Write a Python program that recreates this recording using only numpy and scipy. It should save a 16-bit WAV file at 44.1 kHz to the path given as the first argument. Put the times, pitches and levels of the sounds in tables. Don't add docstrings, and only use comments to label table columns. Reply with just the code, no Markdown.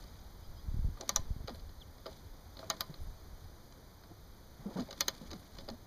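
import sys
import numpy as np
from scipy import signal
from scipy.fft import rfft, irfft
from scipy.io import wavfile
from scipy.ndimage import uniform_filter1d

SR = 44100
rng = np.random.default_rng(int(sys.argv[2]) if len(sys.argv) > 2 else 0)


def gain_from_decibels(decibels):
    exponent = np.asarray(decibels, float) / 20
    return 10 ** exponent


def generate_wav(sig):
    pcm = np.round(np.clip(np.atleast_2d(sig).T, -1, 1) * 32767).astype(np.int16)
    wavfile.write(sys.argv[1], SR, pcm)


N = 258426
T = np.arange(N) / SR


def rms1(x):
    return x / np.sqrt(np.mean(x ** 2))


def band(x, lo_hz, hi_hz, order=2):
    sos = signal.butter(order, [lo_hz, hi_hz], "bandpass", fs=SR, output="sos")
    return signal.sosfilt(sos, x)


def noise(lo_hz, hi_hz):
    return rms1(band(rng.standard_normal(N), lo_hz, hi_hz))


def walk(rate_hz):
    hold = int(SR / rate_hz)
    steps = np.repeat(rng.standard_normal(N // hold + 1), hold)
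    return 1.62 * uniform_filter1d(uniform_filter1d(steps, hold), hold)[:N]


def add(out, start_s, x):
    i = int(start_s * SR)
    out[i:i + len(x)] += x[:N - i]


def rattle():
    # start_s, fastest_s, stop_s, effort_db, brightness_db
    strokes = [(-.1, 0.006, 0.31, -63, 2.5), (.93, 1.125, 1.37, -58, 1), (1.4, 1.5, 1.7, -67, 2),
               (1.966, 2.14, 2.31, -63.5, 3), (2.526, 2.61, 2.78, -58.5, -2), (2.656, 2.744, 3.2, -61, -1),
               (4.555, 4.62, 4.67, -63, -1), (4.692, 4.79, 4.89, -53, 0.1), (4.855, 5, 5.8, -59.5, 1.5),
               (5.3, 5.445, 4.95, -71, 0), (5.503, 5.598, 5.67, -64.5, -1)]
    rest_db = -15
    dull_db, bright_db, rumble_db = -4, 1.6, 2
    effort, bright = np.zeros((2, N))
    for start_s, fastest_s, stop_s, effort_db, tilt_db in strokes:
        moving = np.clip(np.minimum(T - start_s, stop_s - T) / 0.0083, 0, 1)
        speed_db = np.interp(T, [start_s, fastest_s, stop_s], [rest_db, 0, rest_db])
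        gain = moving * gain_from_decibels(effort_db + speed_db)
        effort = effort + gain * gain_from_decibels(-tilt_db)
        bright = bright + gain * gain_from_decibels(tilt_db)
    fine_grain, coarse_grain = gain_from_decibels(3.0 * walk(250)), gain_from_decibels(3.1 * walk(120))
    dull = gain_from_decibels(dull_db) * effort * noise(230, 1500) * coarse_grain
    sharp = gain_from_decibels(bright_db) * bright * rms1(fine_grain * noise(2030, 6500))
    rumble = gain_from_decibels(rumble_db) * np.sqrt(effort * bright) * noise(130, 301)
    return dull + sharp + rumble


def wind():
    # time_s, buffet_db
    buffets = [(0.0, -51), (0.62, -45.5), (0.68, -37), (0.9, -33), (1.01, -59), (1.32, -34.5), (1.35, -45),
               (2.12, -58.5), (2.28, -50), (2.64, -59.5), (2.94, -53), (3.08, -38.5), (3.15, -50),
               (4.02, -58), (4.63, -51.5), (5.07, -55), (5.66, -49.5), (5.86, -55.5)]
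    # start_s, peak_db, length_ms
    eddies = [(0.204, -49.5, 19), (0.359, -46, 12), (.475, -40, 52), (.56, -49, 32), (0.649, -48.5, 17),
              (0.683, -29, 18), (0.715, -41, 8.1), (0.742, -30, 11), (0.767, -30, 14.6),
              (0.79, -27.5, 12.2), (0.845, -25, 15), (0.871, -33, 18), (0.886, -32.5, 8.5),
              (1.165, -33.5, 71), (1.194, -34.5, 10.6), (1.252, -45, 14), (1.278, -47, 14),
              (1.305, -27, 15.3), (1.363, -34.5, 10), (1.403, -36, 13), (1.443, -36.5, 8.5),
              (1.619, -43, 29), (1.67, -43.5, 40), (1.779, -46, 32), (3.33, -42, 24.5), (3.002, -51, 9.9),
              (3.069, -47, 18), (3.086, -47, 18), (5.394, -50, 7.6), (5.634, -45, 10)]
    calm_db = -55.5
    deep_db, deep_swing = -3.5, 1
    flutter_db, flutter_swing = -4.5, 0.72
    gust_db = np.interp(T, *np.transpose(buffets)) - calm_db
    deep = gain_from_decibels(deep_db + deep_swing * gust_db) * rms1(gain_from_decibels(1.66 * walk(14)) * noise(13.8, 39.8))
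    flutter = gain_from_decibels(flutter_db + flutter_swing * gust_db) * rms1(gain_from_decibels(3.3 * walk(28)) * noise(52.0, 95.6))
    out = gain_from_decibels(calm_db) * (deep + flutter)
    sides = np.sign(rng.standard_normal(len(eddies)))
    for (start_s, peak_db, length_ms), side in zip(eddies, sides):
        u = T[:int(.2 * SR)] / (max(length_ms, 3) / 1000)
        push = np.sin(2 * np.pi * u ** 0.72) * np.minimum(4 * u, 1) * np.exp(-1.5 * u)
        add(out, start_s, side * gain_from_decibels(peak_db + 5.5) * push)
    return out


def air():
    # freq_hz, density_db (per Hz)
    spectrum = [(46, -12.5), (62, -1.5), (90, -6), (170, -9.5), (340, -14), (800, -17), (1600, -23),
                (2700, -25.5), (4500, -23.5), (6200, -23.5), (8000, -34), (10000, -31.5), (12500, -33.5),
                (15500, -36.5)]
    hz, db = np.transpose(spectrum)
    shape = gain_from_decibels(np.interp(np.log(np.fft.rfftfreq(N, 1 / SR) + 1), np.log(hz), db))
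    hiss = rms1(irfft(rfft(rng.standard_normal(N)) * shape, N))
    return gain_from_decibels(-57 + .5 * walk(1.33)) * hiss


def sensor():
    # freq_hz, level_db
    whine = [(11538.4, -78), (13966, -78), (14565.4, -83), (15194.9, -85)]
    frame_hz = 29.97
    readout, sync = .385, (.39, .885)
    phase = T * frame_hz % 1
    tones = sum(gain_from_decibels(db) * np.sqrt(2) * np.sin(2 * np.pi * hz * T) for hz, db in whine)
    hiss = gain_from_decibels(-80) * noise(12000, 17000)
    ticks = 1. * sum(np.diff((phase - share) % 1, prepend=0) < 0 for share in sync)
    tick_sound = gain_from_decibels(-48) * band(ticks, 6500, 10000) + gain_from_decibels(-52) * band(ticks, 11500, 14000)
    return (tones + hiss) * (phase < readout) + tick_sound


def ring(push, modes, t):
    hz, db, t60_s = np.transpose(modes)[:, :, None]
    detune = .01 * rng.standard_normal((len(modes), 1))
    strength_db = 2 * rng.standard_normal((len(modes), 1))
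    tones = np.sin(2 * np.pi * hz * (1 + detune) * t)
    response = gain_from_decibels(db + strength_db) * tones * 1000. ** (-t / t60_s)
    struck = signal.fftconvolve(push, response.sum(axis=0))[:len(t)]
    return band(struck, .6 * hz.min(), 1.3 * hz.max())


def blow(part_db, contact_ms, rise, loose_db, loose_t60_s, echo_db):
    # freq_hz, level_db, t60_s
    lever_modes = [(3130, -3, 0.012), (3510, -11, 0.036), (4006, -7.5, 0.015), (4240, 0, 0.013),
                   (4730, 6.5, 0.0049), (4900, 2, 0.004), (4970, -8, 0.013)]
    pawl_modes = [(6220, -25, 0.026), (5945, 5, 0.0057), (6500, -4, 0.012), (6790, -15, 0.005),
                  (7340, -17.5, 0.017)]
    case_modes = [(1024, -11.5, 0.16), (1210.5, 3.5, 0.043), (1368, 10, 0.013), (1484, -5.5, 0.025),
                  (1790, -8, 0.076), (2150, -9, 0.075)]
    cover_modes = [(429, 0.5, 0.029), (553, 3.5, 0.067), (645.6, -2.5, 0.1), (818, -2, 0.072)]
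    scrape_db = -12.5
    t = T[:int(.2 * SR)]
    width_s = max(contact_ms, .2) / 1000
    hiss = rng.standard_normal((2, len(t)))
    contact = hiss[0] * np.minimum(t / (rise * width_s), 1) * np.exp(-(t / width_s) ** 2)
    decay = 1000. ** (-t / loose_t60_s) + gain_from_decibels(echo_db) * 1000. ** (-t / 0.2)
    loose = gain_from_decibels(loose_db) * hiss[1] * np.minimum(t / width_s, 1) * decay
    push, snap = contact + loose, contact + gain_from_decibels(-9) * loose
    parts = [ring(push, lever_modes, t), ring(snap, pawl_modes, t),
             ring(push, case_modes, t), ring(push, cover_modes, t),
             band(snap, 9630, 14700),
             band(push, 1480, 10900)]
    levels_db = [*part_db, part_db[0] + scrape_db]
    return sum(gain_from_decibels(db) * part / np.abs(part).max() for db, part in zip(levels_db, parts))


def teeth_and_knocks():
    # start_s, peak_db, pawl_db (against peak)
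    teeth = [(0.037, -44, -19), (1.008, -32.5, 0), (1.4735, -37.5, -6), (1.4916, -39, -11),
             (1.5005, -45, -20), (1.5538, -49, -1), (1.5944, -49, -15), (1.6906, -51, -21),
             (1.9809, -53, -16), (2.568, -41.5, -14), (2.59, -38.5, -9.5), (2.9391, -40.5, -22),
             (3.44, -53, -17), (3.721, -48, -6), (4.803, -39.5, -3), (4.8194, -46, -20),
             (4.9067, -34.5, -7), (4.9263, -33.5, -6), (5.305, -41, -11), (5.3117, -35, -7),
             (5.3297, -34.5, -10), (5.5837, -36.5, -10), (5.6985, -37, -9.5)]
    # start_s, peak_db, case_db, cover_db (both against peak)
    knocks = [(0.9702, -52, 1.5, -7), (1.0231, -55, -6, 14.5), (1.479, -32.5, -6.5, -4),
              (1.5448, -45.5, -12, -1.5), (2.0569, -39.5, -3.5, 1.5), (2.0626, -34.5, -10, -6),
              (2.0789, -51, -1, -10), (2.118, -51, -15, -2), (2.591, -48.5, -7, 7.5),
              (2.6269, -53, 7.5, 10.5), (4.663, -57, -9, 1), (4.035, -50, -6, -15), (4.772, -46.5, 1, 0),
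              (4.7836, -45, -1, -3), (4.7957, -38.5, -5.5, -3), (4.8857, -48, -10, 4.5),
              (5.6071, -50, -12, 0), (5.6784, -49, -6, -4), (5.686, -33, -10.5, -5)]
    # time_s, level_db
    grit = [
        (1.55, -65),
        (3.03, -66),
        (5.4, -65),
    ]
    tooth_ms, tooth_case_db, tooth_cover_db = 4.1, -9.5, -11
    knock_ms, knock_pawl_db = 3.34, -10
    ticks = [(s, db, pawl + 4.5, tooth_case_db, tooth_cover_db, tooth_ms) for s, db, pawl in teeth]
    ticks += [(s, db, knock_pawl_db, case + 3.8, cover, knock_ms) for s, db, case, cover in knocks]
    out = np.zeros(N)
    for start_s, peak_db, pawl_db, case_db, cover_db, ms in ticks:
        part_db = peak_db + np.array([1.5, pawl_db, case_db, cover_db, -24])
        add(out, start_s, blow(part_db, ms, rise=.7, loose_db=-6.5, loose_t60_s=0.033, echo_db=-17.5))
    whisper = sum(gain_from_decibels(db) * np.exp(-((T - s) / 0.017) ** 2) for s, db in grit)
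    return out + noise(8900, 12000) * whisper


def birds():
    # start_s, length_s, start_hz, end_hz, level_db
    chirps = [
        (.425, .045, 5050, 4750, -61),
        (.43, .035, 3000, 3400, -61),
        (.555, .052, 5120, 4800, -60),
        (.567, .042, 3000, 3500, -60),
        (1.808, .025, 3900, 2750, -47),
        (1.816, .018, 6300, 5650, -62),
        (1.79, .022, 4300, 3950, -61),
    ]
    out = np.zeros(N)
    for start_s, length_s, start_hz, end_hz, level_db in chirps:
        t = T[:int(length_s * SR)]
        swell = gain_from_decibels(level_db - 1 + walk(200)[:len(t)]) * np.sin(np.pi * (t / length_s) ** 1.3) ** .6
        glide_hz = start_hz + (end_hz - start_hz) * t / length_s
        add(out, start_s, swell * np.sin(2 * np.pi * np.cumsum(glide_hz) / SR))
    return out


def chuffs():
    # start_s, length_s, pipe_hz, level_db, overtone_db
    puffs = [(1.481, 0.039, 428, -56, 9), (1.402, 0.024, 430, -60, 3.5), (1.505, 0.038, 243, -49, -14),
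             (2.058, 0.051, 327, -60, 8.5), (2.64, 0.047, 303, -59.5, -6), (2.894, 0.023, 151, -42.5, -24),
             (4.11, 0.015, 160, -47, -30), (4.111, 0.016, 332, -51.5, -4.5), (4.04, .025, 282, -63, -3.5),
             (4.635, 0.125, 480, -64, 7.5), (0.997, 0.049, 570, -59, 8), (4.88, 0.063, 625, -59, 0.5),
             (4.593, 0.04, 149, -51, -13), (4.658, 0.041, 212, -37.5, -35), (4.705, 0.027, 915, -62, 6),
             (4.757, 0.046, 189.7, -38, -7.5), (4.786, 0.0545, 242.5, -37.5, -14),
             (5.213, 0.012, 202, -44, -10), (5.225, 0.027, 189, -52.5, -6), (5.316, 0.024, 347, -49.5, -2),
             (5.336, 0.036, 211, -45, -8.5), (5.68, 0.022, 440, -53.5, 8), (5.707, 0.051, 234.9, -46, -14)]
    out, waver = np.zeros(N), walk(90)
    breath, rush = noise(310, 760), noise(90, 480)
    for start_s, length_s, pipe_hz, level_db, overtone_db in puffs:
        t, i = T[:int(length_s * SR)], int(start_s * SR)
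        here = slice(i, i + len(t))
        swell = np.sin(np.pi * (t / length_s) ** 0.6) ** 0.6
        w = waver[here]
        note_hz = pipe_hz * (1 + .09 * (w - w.mean()))
        note = rms1(gain_from_decibels(2 * w[::-1]) * np.sin(2 * np.pi * np.cumsum(note_hz) / SR))
        puff = note + gain_from_decibels(overtone_db) * breath[here] + gain_from_decibels(-11) * rush[here]
        add(out, start_s, gain_from_decibels(level_db) * swell * puff)
    return out


def lever_stop():
    # start_s, peak_db, pawl_db, case_db, cover_db (last three against peak)
    clacks = [
        (1.092, -17, 2, -13, -17),
        (1.1604, -19, 8, -9.5, -15),
        (2.7001, -20, 1, -7, -13),
        (2.807, -18.5, -7, -11.5, -23.5),
        (5.007, -15, 1.5, -14.5, -20.5),
        (5.0817, -18, -2, -11, -15.5),
    ]
    crack_db, crack_per_ping = -11.5, 0.38
    lift_db = np.array([2, 5, 3, 1, 5])
    out, t = np.zeros(N), T[:int(.006 * SR)]
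    for start_s, peak_db, pawl_db, case_db, cover_db in clacks:
        against_db = np.array([0, pawl_db, case_db, cover_db, crack_db - crack_per_ping * pawl_db])
        clack = blow(peak_db + lift_db + against_db, contact_ms=1.6, rise=0.25,
                     loose_db=-5, loose_t60_s=0.037, echo_db=-25)
        add(out, start_s, clack)
        skid = t / t[-1] * band(rng.standard_normal(len(t)), 1500, 6900)
        add(out, start_s - t[-1], gain_from_decibels(peak_db - 18.5) * skid)
    return out


def scene():
    mix = rattle() + wind() + air() + teeth_and_knocks() + birds() + chuffs() + lever_stop()
    return mix[None]


def roll_off(x):
    return signal.sosfilt(signal.butter(12, 16650, fs=SR, output="sos"), x)


def record(dry):
    # centre_hz, width_hz, depth_db
    ports = [(2720, 700, -30), (5490, 400, -24), (7900, 1500, -20), (10900, 480, -17)]
    top_hz = 15300
    hz = np.fft.rfftfreq(N, 1 / SR)
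    notches = [(1j * (hz - f) + w * gain_from_decibels(db)) / (1j * (hz - f) + w) for f, w, db in ports]
    spectrum = rfft(dry) * np.prod(notches, axis=0) + rfft(sensor())
    is_top = hz >= top_hz
    top = irfft(spectrum * is_top, N)
    loud = uniform_filter1d(top ** 2, size=256) > gain_from_decibels(-66) ** 2
    gated = top * uniform_filter1d(1. * loud, size=256)
    kept = irfft(rfft(gated) * is_top * (hz < 16600), N)
    main = irfft(spectrum * (hz < top_hz), N)
    return roll_off(main + gain_from_decibels(-16) * kept)


dry = scene()
out = record(dry)
generate_wav(out)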